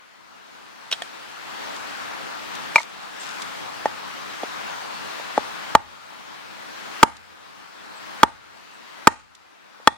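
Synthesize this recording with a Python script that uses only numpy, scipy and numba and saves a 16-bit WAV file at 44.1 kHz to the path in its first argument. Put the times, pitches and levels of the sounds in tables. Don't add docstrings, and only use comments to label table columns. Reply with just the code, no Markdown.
import sys
import numpy as np
from scipy import signal
from scipy.fft import rfft, irfft
from scipy.io import wavfile
from scipy.ndimage import uniform_filter1d
from numba import njit

SR = 44100
rng = np.random.default_rng(int(sys.argv[2]) if len(sys.argv) > 2 else 0)


def to_wav(s):
    ch = np.atleast_2d(s).T
    pcm = np.round(np.clip(ch, -1, 1) * 32767)
    wavfile.write(sys.argv[1], SR, pcm.astype(np.int16))


N = 439677
RING_T = np.arange(SR // 2) / SR
HZ = np.fft.rfftfreq(N, 1 / SR)

# start_s, force_db, log_db, haft_db, blade_db, pitch_factor
KNOCKS = [(1.0193, -22, -34, 2, 4, 0.81), (3.8570, -9, -32, -7, -34, .92), (4.4330, -20, 1, -19, -2, 0.84),
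          (5.198, -27, -25, -6.5, -8, 1), (5.3778, -7, -4.5, -30, -26, 0.9),
          (5.751, 13, -18.5, -14, -29, 0.98), (7.0297, 18.5, -3.5, -30, -24.5, 1.02),
          (8.2317, 17, -5, -13, -15, 1), (9.0717, 21.5, -1, -3, -15, 1.02),
          (9.800, -26.5, -18, -14, -14, 0.59), (9.8737, 19, -5.5, -2, 1.5, .99)]
# pitch_hz, level_db, t60_s (time to fade by 60 dB)
BILLET = [(881, 1, 0.029), (925.3, -12.5, 0.063)]
BARK = [(586, -8.5, 0.04), (704, 3, 0.013)]
CRACK = [(1209.6, 1, 0.022), (1369, 4, 0.007)]
HAFT = [(1831, -2, 0.035), (1890, -31, 0.17)]
BLADE = [(2407, -7, 0.0093), (3395, -2, 0.015)]
LOG = [(270, 2, 0.0037), (383, -1, 0.016)]
# level_db at a force of 0 dB (against the billet), gain_db per dB of force
BARK_LAW = (-3, -0.23)
CRACK_LAW = (-6.5, 0.53)
BITE_DB = -15
GRAIN_GIVES_DB, BITE_GROWTH = 12, 1.53
CONTACT_S, CONTACT_STIFFENING = 0.0002, 0.52
KNOCK_PAN_DB = 1
# pitch_hz, level_db
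SOIL_SPECTRUM = [(25, -22.5), (55, -10), (85, 4.5), (110, -10.5), (145, -9), (220, -14), (400, -41.5),
                 (1000, -79)]
SOIL_DB, LINGER_S = -34, 0.12

# start_s, level_db, pitch_factor of the half, half_ring_db
LANDINGS = [(2.758, -0.5, 0.95, 7), (2.768, -18.5, 0.55, -14), (2.7795, -11, 0.84, 0),
            (2.7825, -16, .887, 7), (2.8015, -20, 0.76, -6)]
# pitch_hz, level_db, t60_s
PILE = [(636, -3, 0.023), (942, 6, 0.025), (1193, 3, 0.024), (1370, -5.5, 0.013), (4230, 3.5, 0.0059),
        (5070, -31, 0.0036)]
HALF = [(2470, 1, 0.042), (2200, -26, 0.026), (3000, -13, .02)]

# start_s, level_db, fade_s, woody_share (0 to 1)
TEARS = [(0.912, -27.5, 0.0065, 0), (0.915, -9, 0.0015, 1), (0.9243, -11.5, 0.0064, 0.94),
         (1.0208, -7.5, 0.00077, 0.58)]
# pitch_hz, level_db, t60_s
FIBRE = [(1860, -8.5, 0.012), (3245, 0, 0.021), (3720, 7, 0.0041), (5300, -4, 0.0036)]
# pitch_hz, level_db
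SNAP_SPECTRUM = [(100, -22.5), (600, 0), (2000, 6.5), (6000, 1.5), (9000, 3), (12500, -21), (16000, -26.5)]
SPLINTER_DB, SPLINTER_S = -34, 0.038

# start_s, level_db
LEAF_SNAPS = [(1.762, -32), (2.551, -28), (3.258, -36), (3.419, -26), (7.167, -25.5), (9.349, -21.5),
              (9.9455, -37)]
# start_s, length_s, level_db
STIRS = [(2.744, 0.11, -27), (2.997, 0.078, -45), (3.185, 0.33, -40.5)]
# pitch_hz, level_db
LEAF_SPECTRUM = [(200, -9.5), (1200, -12), (3500, 10), (7500, 5), (11000, -9.5), (16000, -20)]
LEAF_SNAP_S, STIR_ATTACK_S = 0.005, 0.026
SHIFTING_DB = -57.5

# start_s, length_s, start_hz, end_hz, level_db
BIRD = [(3.189, 0.045, 7700, 7230, -35), (3.39, 0.22, 7550, 7250, -51.5), (7.94, .07, 7900, 7450, -42),
        (8.72, 0.049, 7850, 7900, -44)]

# (per Hz, before the whole is set to HISS_DB)
HISS_SPECTRUM = [(18, -61.5), (30, -23), (48, -22), (295, -8.5), (374, -9.5), (526, -6.5), (569, -6.5),
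                 (844, -1), (1160, 0), (1430, -0.5), (2170, -5.5), (4300, -9), (9710, -22.5),
                 (14800, -26.5), (16000, -27)]
# pitch_hz, side_over_mid_db
HISS_SIDE = [(60, 5.5), (110, 11.5), (200, 13.5), (380, 9), (700, 5.5), (1290, 2), (2380, 1), (4400, -1.5),
             (8120, -1.5), (15000, -4.5)]
# pitch_hz, left_over_right_db
HISS_LEAN = [(60, -2), (110, -2), (200, 2), (380, 1), (700, 1.5), (1290, 4), (2380, 5.5), (4400, 2.5),
             (8120, 1.5), (15000, -0.5)]
HISS_DB = -37.5

# delay_s, strength (a plain factor)
GROUND = [(.0033, 0.21), (.0045, 0.4)]
# pitch_hz, t60_s
WOODS = [(80, 0.27), (400, 0.23), (1200, 0.29), (4000, 0.55), (12000, 0.29)]
# pitch_hz, level_db
SCATTER = [(100, 9.5), (500, -11.5), (900, 3), (1300, -6), (2200, -5.5), (3400, -5.5), (12000, -2.5)]
EDGE_HZ = 16100


def knocks(bite_s=0.0025, corner_hz=260, log_lag_s=0.0032):
    out = np.zeros((2, N))
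    pan = amp([[KNOCK_PAN_DB / 2], [-KNOCK_PAN_DB / 2]])
    for s, force_db, log_db, haft_db, blade_db, pitch in KNOCKS:
        bark_db, crack_db = (db + slope * force_db for db, slope in (BARK_LAW, CRACK_LAW))
        wood = ring(BILLET, pitch) + amp(bark_db) * ring(BARK) + amp(crack_db) * ring(CRACK, pitch)
        hatchet = amp(haft_db) * ring(HAFT) + amp(blade_db) * ring(BLADE)

        bite_db = BITE_DB + BITE_GROWTH * max(force_db - GRAIN_GIVES_DB, 0)
        crunch = coloured(grains(len(RING_T), 2), SNAP_SPECTRUM)[0]
        bite = amp(bite_db) * burst(bite_s) * crunch

        contact_s = CONTACT_S * amp(-CONTACT_STIFFENING * force_db)
        pressed = 1 - np.exp(-RING_T / contact_s)
        strike = radiated(pressed * (wood + hatchet), corner_hz) + bite
        add(out, s, amp(force_db) * pan * strike)

        log = amp(log_db) * radiated(ring(LOG), corner_hz)
        add(out, s + log_lag_s, amp(force_db) * (log + amp(SOIL_DB) * rumble()))
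    return out


def rumble(fade_s=0.012, linger_db=-21, side_db=8):
    shake = burst(fade_s, 0.005) + amp(linger_db) * burst(LINGER_S, 0.02)
    mid, side = coloured(rng.standard_normal((2, len(RING_T))), SOIL_SPECTRUM) * shake
    side = amp(side_db) * side
    return np.array([mid + side, mid - side]) / np.sqrt(2)


def landings(tick_db=-18, tick_s=0.0045, corner_hz=450, contact_s=0.00093):
    out = np.zeros((2, N))
    pressed = 1 - np.exp(-(RING_T / contact_s) ** 2)
    for s, db, pitch, ring_db in LANDINGS:
        tick = amp(tick_db) * burst(tick_s) * coloured(grains(len(RING_T), 1.4), SNAP_SPECTRUM)
        clink = pressed * (ring(PILE) + amp(ring_db) * ring(HALF, pitch))
        add(out, s, amp(db) * radiated(clink + tick, corner_hz))
    return out


def tearing(level_db=8, corner_hz=700):
    out = np.zeros((2, N))
    for s, db, fade_s, woody in TEARS:
        woody = np.clip(woody, 0, 1)
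        breaks = grains(len(RING_T), 1.43)
        body = ring(FIBRE)
        rung = signal.fftconvolve(breaks[0] * burst(fade_s), body / np.linalg.norm(body))[:len(RING_T)]
        splinters = amp(SPLINTER_DB) * burst(SPLINTER_S)
        snap = coloured(breaks, SNAP_SPECTRUM) * ((1 - woody) * burst(fade_s) + woody * splinters)
        add(out, s, amp(db + level_db) * radiated(woody * rung + snap, corner_hz))
    return out


def leaves():
    stir, snaps = np.full(N, amp(SHIFTING_DB)), np.zeros(N)
    for s, length, db in STIRS:
        t = np.arange(0, length, 1 / SR)
        add(stir, s, amp(db) * np.minimum(t / STIR_ATTACK_S, 1) * (1 - t / length))
    for s, db in LEAF_SNAPS:
        add(snaps, s, amp(db) * burst(LEAF_SNAP_S))
    crackle = grains(N, 4.1) * (rng.random(N) < 3000 / SR)
    return stir * coloured(crackle, LEAF_SPECTRUM) + snaps * coloured(grains(N, 2.5), LEAF_SPECTRUM)


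def bird(waver_hz=90):
    out = np.zeros((2, N))
    pan = amp([[2], [-3]])
    for s, length, start_hz, end_hz, db in BIRD:
        size = int(length * SR)
        waver = evened(uniform_filter1d(rng.standard_normal(size), size=100))
        hz = np.linspace(start_hz, end_hz, size) + waver_hz * waver
        whistle = np.hanning(size) * np.sin(2 * np.pi * np.cumsum(hz) / SR)
        add(out, s, amp(db) * whistle * pan)
    return out


def hiss(patchy_db=1.24, swell_db=-0.71):
    frames, hz = N // 512 + 5, np.fft.rfftfreq(2048, 1 / SR)
    a, b, c, d, patches = rng.standard_normal((frames, len(hz), 5)).T
    patches = uniform_filter1d(patches, size=24, axis=0)
    patches = evened(uniform_filter1d(patches, size=8, axis=1))
    swell = evened(uniform_filter1d(rng.standard_normal(frames), size=25))
    field = amp(read(HISS_SPECTRUM, hz)[:, None] + patchy_db * patches + swell_db * swell)

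    mid = field * (a + 1j * b)
    side = field * (c + 1j * d) * amp(read(HISS_SIDE, hz))[:, None]
    lean = amp(read(HISS_LEAN, hz) / 2)[:, None]
    both = np.array([(mid + side) * lean, (mid - side) / lean])
    pair = signal.istft(both, nperseg=2048, noverlap=1536)[1][:, :N]
    return amp(HISS_DB) * pair / pair.mean(0).std()


def outdoors(x, woods_db=-25):
    bounce = np.array([strength * delayed(side, s) for side, (s, strength) in zip(x, GROUND)])
    echoes = rng.standard_normal((2, SR)) * (rng.random((2, SR)) < 2000 / SR)
    hz, t, z = signal.stft(echoes, SR, nperseg=256)
    fading_db = read(SCATTER, hz)[:, None] - 60 * t / read(WOODS, hz)[:, None]
    tail = signal.istft(z * amp(fading_db), SR, nperseg=256)[1]
    scattered = signal.fftconvolve(x, tail / np.linalg.norm(tail[0]), axes=1)[:, :N]
    return x + bounce + amp(woods_db) * scattered


def ring(modes, pitch=1):
    return sum(amp(db - 60 * RING_T / t60) * np.sin(2 * np.pi * hz * pitch * RING_T)
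               for hz, db, t60 in modes)


def grains(size, spread_db):
    strength_db = spread_db * np.minimum(rng.exponential(1, (2, size)), 5)
    return evened(rng.standard_normal((2, size)) * amp(strength_db))


def burst(fade_s, rise_s=0.00083):
    return (1 - np.exp(-RING_T / rise_s)) * np.exp(-RING_T / fade_s)


def radiated(x, corner_hz):
    return signal.sosfilt(signal.butter(2, corner_hz, "high", fs=SR, output="sos"), x)


def coloured(x, spectrum):
    size = x.shape[-1]
    gain = amp(read(spectrum, np.fft.rfftfreq(size, 1 / SR)))
    return evened(irfft(rfft(x) * gain, size))


def delayed(x, s):
    return irfft(rfft(x) * np.exp(-2j * np.pi * HZ * s), N)


def amp(db):
    return 10 ** (np.asarray(db) / 20)


def evened(x):
    return x / np.sqrt(np.mean(x ** 2) + 1e-20)


def read(points, hz):
    f, value = np.transpose(points)
    return np.interp(np.log(hz + 1), np.log(f + 1), value)


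def add(mix, s, sound):
    part = mix[..., round(s * SR):][..., :sound.shape[-1]]
    part += sound[..., :part.shape[-1]]


def scene(lag_s=0.00005):
    woodwork = outdoors(knocks() + landings() + tearing())
    left, right = woodwork + leaves() + bird() + hiss()
    return np.array([left, delayed(right, lag_s)])


@njit
def ducking(level_db, start_db, limit_db, fall, recovery):
    gain, out = start_db, np.zeros(len(level_db))
    for i in range(len(level_db)):
        over = min(max((level_db[i] + gain - limit_db) / 3, 0.), 1.)
        gain = min(gain + (recovery - fall * over) / SR, 0.)
        out[i] = gain
    return out


def record(dry, start_db=-16.5, limit_db=-1, fall_db=2400, recovery_db=10.0):
    level_db = 20 * np.log10(abs(signal.hilbert(dry)).max(0) + 1e-9)
    gain_db = ducking(level_db, float(start_db), float(limit_db), float(fall_db), float(recovery_db))
    clipped = np.clip(dry * amp(gain_db), -1, 1)
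    band_limit = signal.firwin(511, EDGE_HZ, window=("kaiser", 8), fs=SR)
    return signal.oaconvolve(clipped, band_limit[None], "same")


dry = scene()
out = record(dry)
to_wav(out)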